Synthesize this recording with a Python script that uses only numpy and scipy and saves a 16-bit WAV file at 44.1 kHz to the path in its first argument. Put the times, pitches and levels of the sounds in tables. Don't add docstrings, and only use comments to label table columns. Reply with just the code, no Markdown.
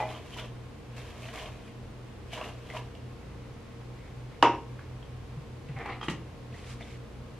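import sys
import numpy as np
from scipy import signal
from scipy.fft import rfft, irfft, next_fast_len
from scipy.io import wavfile
from scipy.ndimage import map_coordinates

SR = 44100
rng = np.random.default_rng(int(sys.argv[2]) if len(sys.argv) > 2 else 0)


def output_pcm(signal):
    pcm = np.clip(np.atleast_2d(signal).T, -1, 1) * 32767
    wavfile.write(sys.argv[1], SR, np.round(pcm).astype(np.int16))


N = 325887

# start_s, length_s, bristle_db, paddle_db
STROKES = [(0, 0.46, -52, -53.5), (.975, 0.71, -51.5, -50.5), (2.325, 0.53, -57, -57)]
# start_s, length_s, bristle_db, paddle_db
TUGS = [(0, 0.015, -46, -34.5), (.085, 0.095, -47.5, -43.5), (.325, 0.031, -48, -64),
        (.38, 0.019, -43.5, -42.5), (.412, 0.056, -51, -47.5), (.975, .01, -50, -53),
        (1.225, 0.08, -46, -54), (1.345, 0.013, -47, -44), (1.372, 0.043, -44, -45),
        (1.428, 0.061, -48, -44), (2.338, 0.014, -40.5, -46), (2.38, 0.048, -46.5, -37),
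        (2.445, 0.058, -48.5, -42.5), (2.66, .006, -55, -65), (2.703, 0.01, -50, -51),
        (2.753, 0.029, -44.5, -40), (2.815, .02, -62, -58)]
# freq_hz, level_db
BRISTLE_SPECTRUM = [(820, -21), (1400, -8), (1560, -7), (1760, -2), (1940, -4), (2250, -1), (2980, -9.5),
                    (3670, -6), (4560, -11), (6080, -12), (8690, -17), (9410, -17.5), (12500, -17),
                    (14300, -31), (15000, -69)]
# freq_hz, level_db
PADDLE_SPECTRUM = [(180, -32), (300, -3.5), (327, -9), (376, -12), (438, 3), (536, -3), (671, 4.5),
                   (866, -7), (1070, 0.5), (1390, -11), (1700, -10), (2210, -45), (3740, -120)]
GLIDE_RISE_S, GLIDE_FALL_S, GLIDE_SAG_DB_PER_S = 0.072, 0.069, 10
TUG_RISE_S, TUG_FALL_S, TUG_SAG_DB_PER_S = 0.047, 0.036, 32
PING_HZ, PING_SPREAD, PINGS_PER_S, PING_T60_S, PING_DB = 2874, 0.17, 330, 0.017, -7.5
# start_s, level_db, pitch_hz, knock_db, knock_hz
TICKS = [(0.321, -46, 3020, -22, 700), (0.365, -38.5, 2820, -1, 983), (0.384, -30, 3020, -11, 1450),
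         (0.397, -35, 3400, -8, 1000), (0.97, -46, 2620, -8, 704), (1.219, -41, 2600, -20, 700),
         (1.2846, -35, 1970, -6, 700), (1.3749, -33, 2310, -7, 756), (1.3958, -31, 2930, -12, 705),
         (1.4575, -34.5, 3130, -12, 760), (1.677, -41, 2440, -17, 700), (2.331, -30.5, 2900, -3, 713),
         (2.375, -31, 2430, -3, 980), (2.412, -35, 2700, 5, 1103), (2.4389, -30.5, 2860, -16, 1090),
         (2.6998, -31.5, 2300, -17, 705), (2.75, -33, 2510, 0, 1035), (2.765, -31, 2620, 1.5, 984),
         (2.95, -40.5, 3220, -6, 700), (4.791, -41, 1680, -4, 1130), (5.027, -44, 3230, -7, 960),
         (5.685, -41, 2660, -16, 700), (5.786, -35, 1960, -15, 800), (5.858, -32, 2250, 2, 830),
         (6.527, -46, 2570, -14, 700), (6.544, -41, 2010, -7, 690), (6.8073, -36.5, 2140, -3.5, 690)]
# start_s, level_db
SLAPS = [(0.001, -28.5), (0.025, -34.5)]
# freq_hz, level_db, t60_s
CUSHION_MODES = [(638, -5, 0.21), (770, 2.5, 0.088), (842, 3, 0.082), (996, -11.5, 0.15), (2010, -8, 0.069),
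                 (2452, -3.5, 0.058), (2900, -31, 0.034)]
# start_s, length_s, level_db
SMOOTHING = [(3.2, 0.58, -68.5), (3.99, 0.081, -62), (4.32, .03, -61), (4.795, .03, -63)]
# freq_hz, level_db
STRAND_SPECTRUM = [(500, -14), (1200, -4), (1600, -6), (2150, 7), (2800, -10), (4500, -12), (7000, -24),
                   (12000, -40)]

# start_s, level_db
CLACKS = [(4.4255, -5.5), (4.4371, -20)]
# freq_hz, level_db, t60_s
HANDLE_MODES = [(326, -27, 0.035), (490, -18, 0.023), (630, -1.5, 0.02), (879, 6, 0.017), (958, 10, 0.02),
                (1203, 2.5, 0.016), (1710, -2, 0.018), (2430, -10, 0.014), (2817, -1, 0.016),
                (3150, -12, 0.014), (3840, -18, 0.025), (4730, -18, 0.012)]
# freq_hz, level_db, t60_s
COUNTER_MODES = [(205, -17, .4), (262, -15, .3), (316, -10, .33), (398, -5, .25), (443, -5, .47),
                 (478, -12, .3), (576, -13, .27), (643, -14, .25), (785, -7, .24), (816, -8, .22),
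                 (873, -11, .24), (918, -3.5, .39), (942, -1.5, .34), (981, -6.5, .28), (1014, -4, .26),
                 (1047, -12, .4), (1086, -6, .26), (1176, -13, .24), (1260, -14, .17), (1324, -14, .27),
                 (1782, -22, .3), (2223, -16, .24), (2659, -16, .27), (2825, -12, .22), (2929, -16, .3),
                 (3413, -21, .21), (3779, -22, .16)]
# freq_hz, level_db
SHUDDER_SPECTRUM = [(88, -54), (150, -21), (195, -13), (340, -2), (438, -4), (504, -8), (610, -7.5),
                    (704, -8), (933, 0), (1200, -8.5), (1500, -15), (2090, -16), (2410, -18), (2850, -19),
                    (3500, -26), (4300, -35), (5700, -31), (10000, -57), (13000, -101), (22000, -120)]
# start_s, level_db
RATTLES = [(4.4255, -43), (4.467, -48), (4.542, -57)]
# freq_hz, level_db, t60_s
METAL_MODES = [(5440, 1, 0.13), (5750, -3, .11), (5722, -8, .09)]
# freq_hz, level_db
SOFT_CONTACT = [(100, -23), (300, 5), (3000, 3.5), (4500, -11), (7000, -16.5), (13000, -30)]
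# freq_hz, level_db
HARD_CONTACT = [(100, -24), (500, 2), (1300, 6), (2000, -29), (2700, 1), (4000, -21), (5000, -18),
                (7500, -23), (10000, -32), (15000, -42)]

# start_s, level_db, pitch_hz, t60_s
BUMPS = [(5.362, -28.5, 147, 0.19), (5.688, -23, 140, 0.12), (5.759, -20, 130, 0.065),
         (6.083, -31, 149, 0.32)]
# start_s, length_s, gurgle_db, spray_db
SQUEEZES = [(5.69, 0.037, -58, -61), (5.768, 0.013, -44, -70), (5.787, 0.03, -41.5, -69),
            (5.825, .016, -43, -65), (5.859, 0.036, -37.5, -60), (5.904, 0.029, -38.5, -46.5),
            (5.95, 0.023, -58, -65)]
# freq_hz, level_db
NOZZLE_SPECTRUM = [(180, -8), (300, -4.5), (494, 0), (616, -9), (790, -0.5), (928, -8), (1030, -2.5),
                   (1340, -5), (1480, -11), (2110, -1.5), (2270, -6.5), (3850, -28), (10000, -46),
                   (13000, -79), (22000, -120)]
# start_s, level_db
CAP_SNAPS = [(6.012, -33.5), (6.028, -31.5)]
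# freq_hz, level_db, t60_s
CAP_MODES = [(860, 5.5, 0.017), (1210, 10.5, 0.016), (1940, -4, 0.022), (3210, -4, 0.05), (3120, -16, 0.14),
             (5030, -19.5, 0.038)]
# start_s, level_db
SET_DOWN = [(6.083, -24), (6.0979, -34.5)]
# freq_hz, level_db, t60_s
BOTTLE_MODES = [(169, -7, 0.28), (233, 3.5, 0.039), (302.5, -0.5, 0.1), (880, -3, 0.026), (1110, -1, 0.03),
                (1996, 0, 0.019), (2790, 8, 0.01)]

# start_s, length_s, skin_db, hiss_db
RUBS = [(6.55, 0.16, -56, -62), (6.7, 0.028, -56, -54.5), (6.812, 0.0046, -54.5, -63),
        (6.85, 0.095, -55, -63)]
# freq_hz, level_db
SKIN_SPECTRUM = [(710, -16), (1200, -2), (1500, -10), (1850, -1), (2250, 0.5), (4500, -11), (5850, -40),
                 (9900, -120)]
# freq_hz, level_db
HISS_SPECTRUM = [(2060, -5), (3500, -4), (4950, -4.5), (10000, -11.5), (11800, -19), (14500, -22),
                 (15000, -37)]
# start_s, length_s, start_hz, end_hz, level_db
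SQUEAKS = [(6.538, 0.01, 2440, 1700, -52), (6.804, 0.013, 1884, 2600, -44),
           (6.816, 0.028, 3370, 3600, -49.5)]

MAINS_HUM_HZ, MAINS_HUM_DB, MOTOR_DB, FIRST_THROB_S = 120.03, -50, -51, 0.034
# time_s, offset_hz
MOTOR_OFFSET = [(0, 2.44), (.62, 1.6), (1.23, 4.03), (1.85, 3.73), (2.47, 3.88), (3.08, 3.78), (3.7, 1.62),
                (4.32, 3.85), (4.93, 4.53), (5.55, 5.4), (6.17, 3.74), (6.78, 3.85), (7.4, 5.15)]
# time_s, level_db
MOTOR_LEVEL = [(0, 2.5), (1.2, -1), (2.3, -6.5), (2.8, 5), (3.35, -8.5), (4.2, 4.5), (5.2, 5), (5.6, 0.5),
               (7.4, 1.5)]
# pitch_hz, level_db
HUM_LINES = [(41.7, -59.5), (57.3, -61.5), (59.3, -54), (83.5, -58), (86, -56.5), (180, -63), (208, -72),
             (227, -68), (298, -64.5), (468, -63.5), (1077, -70.5), (11450, -101)]
HUM_WAVER_DB, HUM_WAVER_KNOTS_PER_S = 3.2, 3.5
# freq_hz, level_db
RUMBLE_SPECTRUM = [(15, -13), (30, -7), (45, 2.5), (70, -19), (88, 3.5), (105, -4.5), (140, -0.5),
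                   (190, -8.5), (300, -74)]
# freq_hz, level_db
AIR_SPECTRUM = [(82, -24), (140, 0), (151, -24.5), (216, -3.5), (257, -7), (301, -9.5), (404, -10),
                (472, -9), (622, -15.5), (1040, -18.5), (1660, -23.5), (2550, -25), (2930, -26.5),
                (11800, -43.5), (15200, -55)]

# freq_hz, correlation
ALIKE = [(100, 0.95), (300, 1), (900, 0.97), (2800, 0.95), (4500, 0.2), (8000, -0.23), (13000, -0.84)]
# freq_hz, correlation
AIR_ALIKE = [(60, 0.94), (120, 0.93), (240, 0.56), (470, 0.59), (940, 0.46), (1870, 0.41), (3730, 0.27),
             (7420, 0.031), (14800, -0.16)]
# freq_hz, t60_s
ROOM_DECAY = [(150, 0.33), (400, 0.44), (1000, 0.27), (3000, 0.29), (6000, 0.26), (12000, 0.077)]
TOP_HZ, PEAK_CEILING = 15050, .93


def amp(db):
    return 10 ** (np.asarray(db) / 20)


def unit(x):
    return x / np.sqrt(np.mean(x ** 2) + 1e-20)


def along(points, hz):
    f, v = np.transpose(points)
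    return np.interp(np.log(hz + 1), np.log(f + 1), v)


def curve(points):
    return np.interp(np.arange(N) / SR, *np.transpose(points))


def wobble(knots_per_s):
    knots = rng.standard_normal(int(N * knots_per_s / SR) + 4)
    return map_coordinates(knots, [np.arange(N) * knots_per_s / SR])


def filtered(x, response):
    n = x.shape[-1]
    m = next_fast_len(n + SR // 2)
    return irfft(rfft(x, m) * response(np.fft.rfftfreq(m, 1 / SR)), m)[..., :n]


def coloured(x, spectrum):
    return unit(filtered(x, lambda hz: amp(along(spectrum, hz))))


def stereo(pair, alike):
    def mid_side(hz):
        angle = np.arccos(np.clip(along(alike, hz), -1, 1)) / 2
        return np.array([np.cos(angle), np.sin(angle)])

    mid, side = filtered(pair, mid_side)
    return np.array([mid + side, mid - side])


def add(track, start_s, sound):
    start = max(round(start_s * SR), 0)
    part = sound[..., :N - start]
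    track[..., start:start + part.shape[-1]] += part


def ring(modes, attack_s):
    t = np.arange(SR // 2) / SR
    swell = 1 - np.exp(-(t / attack_s) ** 2)
    return swell * sum(amp(db - 60 * t / t60) * np.sin(2 * np.pi * hz * t) for hz, db, t60 in modes)


def crack(spectrum, t60_s, attack_s=0.00024):
    t = np.arange(SR // 2) / SR
    shape = amp(-60 * t / t60_s) * (1 - np.exp(-(t / attack_s) ** 2))
    return shape * coloured(stereo(rng.standard_normal((2, len(t))), ALIKE), spectrum)


def blows(contacts, modes, attack_s, contact, crack_db, crack_t60_s):
    track = np.zeros((2, N))
    for start_s, db in contacts:
        burst = amp(crack_db) * crack(contact, crack_t60_s)
        add(track, start_s, amp(db) * (ring(modes, attack_s) + burst))
    return track


def friction(spectrum, slips_per_s, smooth, clump_limit_db):
    slips = (rng.random(N) < slips_per_s / SR) * rng.uniform(-1.27, 1, (2, N))
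    clumps = amp(clump_limit_db * np.tanh(wobble(70) / 2))
    force = unit(slips * clumps) + smooth * rng.standard_normal((2, N))
    return coloured(stereo(force, ALIKE), spectrum)


def swells(rows, rise_s, fall_s, sag_db_per_s=0):
    t, power = np.arange(N) / SR, 0
    for start_s, length_s, *dbs in rows:
        early = np.maximum(start_s - t, 0)
        late = np.maximum(t - start_s - length_s, 0)
        sag_db = sag_db_per_s * np.clip(t - start_s, 0, length_s)
        shape_db = -20 * (early / rise_s + late / fall_s) - sag_db
        power = power + np.outer(amp(dbs), amp(np.maximum(shape_db, -150))) ** 2
    return np.sqrt(power)


def in_room(x, wet_db, onset_s=0.0045):
    hz, t, z = signal.stft(rng.standard_normal((2, SR // 2)), SR, nperseg=256)
    decay = amp(-60 * t / along(ROOM_DECAY, hz)[:, None])
    tail = signal.istft(z * decay, SR, nperseg=256)[1]
    onset = 1 - np.exp(-(np.arange(tail.shape[1]) / SR / onset_s) ** 2)
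    tail = stereo(tail, ALIKE) * onset
    wet = signal.fftconvolve(x, tail / np.linalg.norm(tail[0]), axes=1)[:, :N]
    return x + amp(wet_db) * wet


def brushing():
    glides = swells(STROKES, GLIDE_RISE_S, GLIDE_FALL_S, GLIDE_SAG_DB_PER_S)
    tugs = swells(TUGS, TUG_RISE_S, TUG_FALL_S, TUG_SAG_DB_PER_S)
    bristle, paddle = np.hypot(glides, tugs)
    slips = friction(BRISTLE_SPECTRUM, slips_per_s=800, smooth=0.92, clump_limit_db=10)
    scrape = bristle * (amp(-5.0) * slips + amp(PING_DB) * pings())
    shake = friction(PADDLE_SPECTRUM, slips_per_s=700, smooth=0.62, clump_limit_db=1)
    return in_room(scrape + amp(-4.0) * paddle * shake, wet_db=-7.5)


def pings():
    when, detune, size = rng.random((int(PINGS_PER_S * N / SR), 3)).T
    t = np.arange(SR // 50) / SR
    pitch_hz = PING_HZ * (1 + PING_SPREAD * (2 * detune - 1))
    decay = amp(-18 * size[:, None] - 60 * t / PING_T60_S)
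    grains = decay * np.sin(2 * np.pi * np.outer(pitch_hz, t))
    places = (when * N).astype(int)[:, None] + np.arange(len(t))
    return unit(np.bincount(places.ravel(), grains.ravel(), N)[:N])


def ticks():
    track = np.zeros((2, N))
    for start_s, db, hz, knock_db, knock_hz in TICKS:
        band = [(hz / 1.7, -22), (hz / 1.6, -8), (hz, 0), (hz * 1.37, -16), (13000, -34)]
        snap = crack(band, t60_s=0.032, attack_s=0.0016)
        ping = ring([(hz, -3, .025)], attack_s=0.00043)
        knock = ring([(knock_hz, 4, .04), (knock_hz * 1.13, -3, .025)], attack_s=0.0012)
        add(track, start_s, amp(db - 4.5) * (snap + ping + amp(knock_db + 1.5) * knock))
    return in_room(track, wet_db=-6.5)


def slap():
    track = blows(SLAPS, CUSHION_MODES, attack_s=0.0011, contact=SOFT_CONTACT,
                  crack_db=-8.5, crack_t60_s=0.071)
    return in_room(track, wet_db=-3.5)


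def fingers():
    rustle = friction(STRAND_SPECTRUM, slips_per_s=1500, smooth=.8, clump_limit_db=6)
    return swells(SMOOTHING, rise_s=0.04, fall_s=.12)[0] * rustle


def clack():
    track = blows(CLACKS, HANDLE_MODES, attack_s=0.0021, contact=HARD_CONTACT,
                  crack_db=-3.5, crack_t60_s=0.027)
    hit_s = CLACKS[0][0]
    add(track, hit_s, amp(-19.5) * ring(COUNTER_MODES, attack_s=0.019))
    add(track, hit_s, amp(-16) * crack(SHUDDER_SPECTRUM, t60_s=0.28, attack_s=0.003))
    for start_s, db in RATTLES:
        add(track, start_s, amp(db) * ring(METAL_MODES, attack_s=0.005))
    return in_room(track, wet_db=-12.5, onset_s=0.0082)


def bottle():
    hits = blows(SET_DOWN, BOTTLE_MODES, attack_s=0.0019, contact=SOFT_CONTACT,
                 crack_db=-7.0, crack_t60_s=0.07)
    hits += blows(CAP_SNAPS, CAP_MODES, attack_s=0.0016, contact=SOFT_CONTACT,
                  crack_db=-9.0, crack_t60_s=0.12)
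    add(hits, CAP_SNAPS[-1][0], amp(-46) * crack(HISS_SPECTRUM, t60_s=0.18, attack_s=0.011))
    add(hits, SET_DOWN[-1][0], amp(-41.5) * crack(HISS_SPECTRUM, t60_s=0.12))
    bumps = np.zeros((2, N))
    for start_s, db, hz, t60_s in BUMPS:
        add(bumps, start_s, ring([(hz, db, t60_s)], attack_s=0.0083))
    gurgle, spray = swells(SQUEEZES, rise_s=0.023, fall_s=0.026)
    sputter = gurgle * friction(NOZZLE_SPECTRUM, slips_per_s=2600, smooth=0.55, clump_limit_db=12)
    sputter += spray * friction(SKIN_SPECTRUM, slips_per_s=1800, smooth=0.74, clump_limit_db=6)
    return bumps + in_room(hits, wet_db=-6.0) + in_room(sputter, wet_db=-7.5)


def palms():
    skin, hiss = swells(RUBS, rise_s=0.066, fall_s=0.07)
    skin_slips = friction(SKIN_SPECTRUM, slips_per_s=970, smooth=0.83, clump_limit_db=8)
    hiss_slips = friction(HISS_SPECTRUM, slips_per_s=3000, smooth=1.0, clump_limit_db=4)
    rub = amp(-1.5) * skin * skin_slips + amp(3.0) * hiss * hiss_slips
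    squeaks = np.zeros((2, N))
    for start_s, length_s, start_hz, end_hz, db in SQUEAKS:
        n = int(length_s * SR)
        pitch_hz = np.linspace(start_hz, end_hz, n) * (1 + 0.056 * wobble(1640)[:n])
        tone = np.sin(2 * np.pi * np.cumsum(pitch_hz) / SR)
        add(squeaks, start_s, amp(db) * np.hanning(n) * tone)
    return rub + in_room(squeaks, wet_db=-14)


def appliance(drift_hz=0.4):
    def sine(cycles):
        return np.sqrt(2) * np.sin(2 * np.pi * cycles)

    def noise(spectrum):
        return coloured(stereo(rng.standard_normal((2, N)), AIR_ALIKE), spectrum)

    t = np.arange(N) / SR
    beats = np.cumsum(curve(MOTOR_OFFSET)) / SR
    beats -= np.interp(FIRST_THROB_S, t, beats)
    mains = amp(MAINS_HUM_DB) * sine(MAINS_HUM_HZ * t)
    motor = amp(MOTOR_DB + curve(MOTOR_LEVEL)) * sine(MAINS_HUM_HZ * t + beats)
    lines = 0
    for hz, db in HUM_LINES:
        waver_db = HUM_WAVER_DB * np.clip(wobble(HUM_WAVER_KNOTS_PER_S), -2, 1)
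        cycles = np.cumsum(hz + drift_hz * wobble(3.05)) / SR + rng.random()
        lines = lines + amp(db + waver_db) * sine(cycles)
    rumble = amp(-55.0 + 1.1 * wobble(4.06)) * noise(RUMBLE_SPECTRUM)
    return mains + motor + lines + rumble + amp(-49) * noise(AIR_SPECTRUM)


def scene():
    return brushing() + ticks() + slap() + fingers() + clack() + bottle() + palms() + appliance()


def record(dry):
    rounded = dry / (1 + np.abs(dry / PEAK_CEILING) ** 10) ** (1 / 10)
    return filtered(rounded, lambda hz: hz < TOP_HZ)


dry = scene()
out = record(dry)
output_pcm(out)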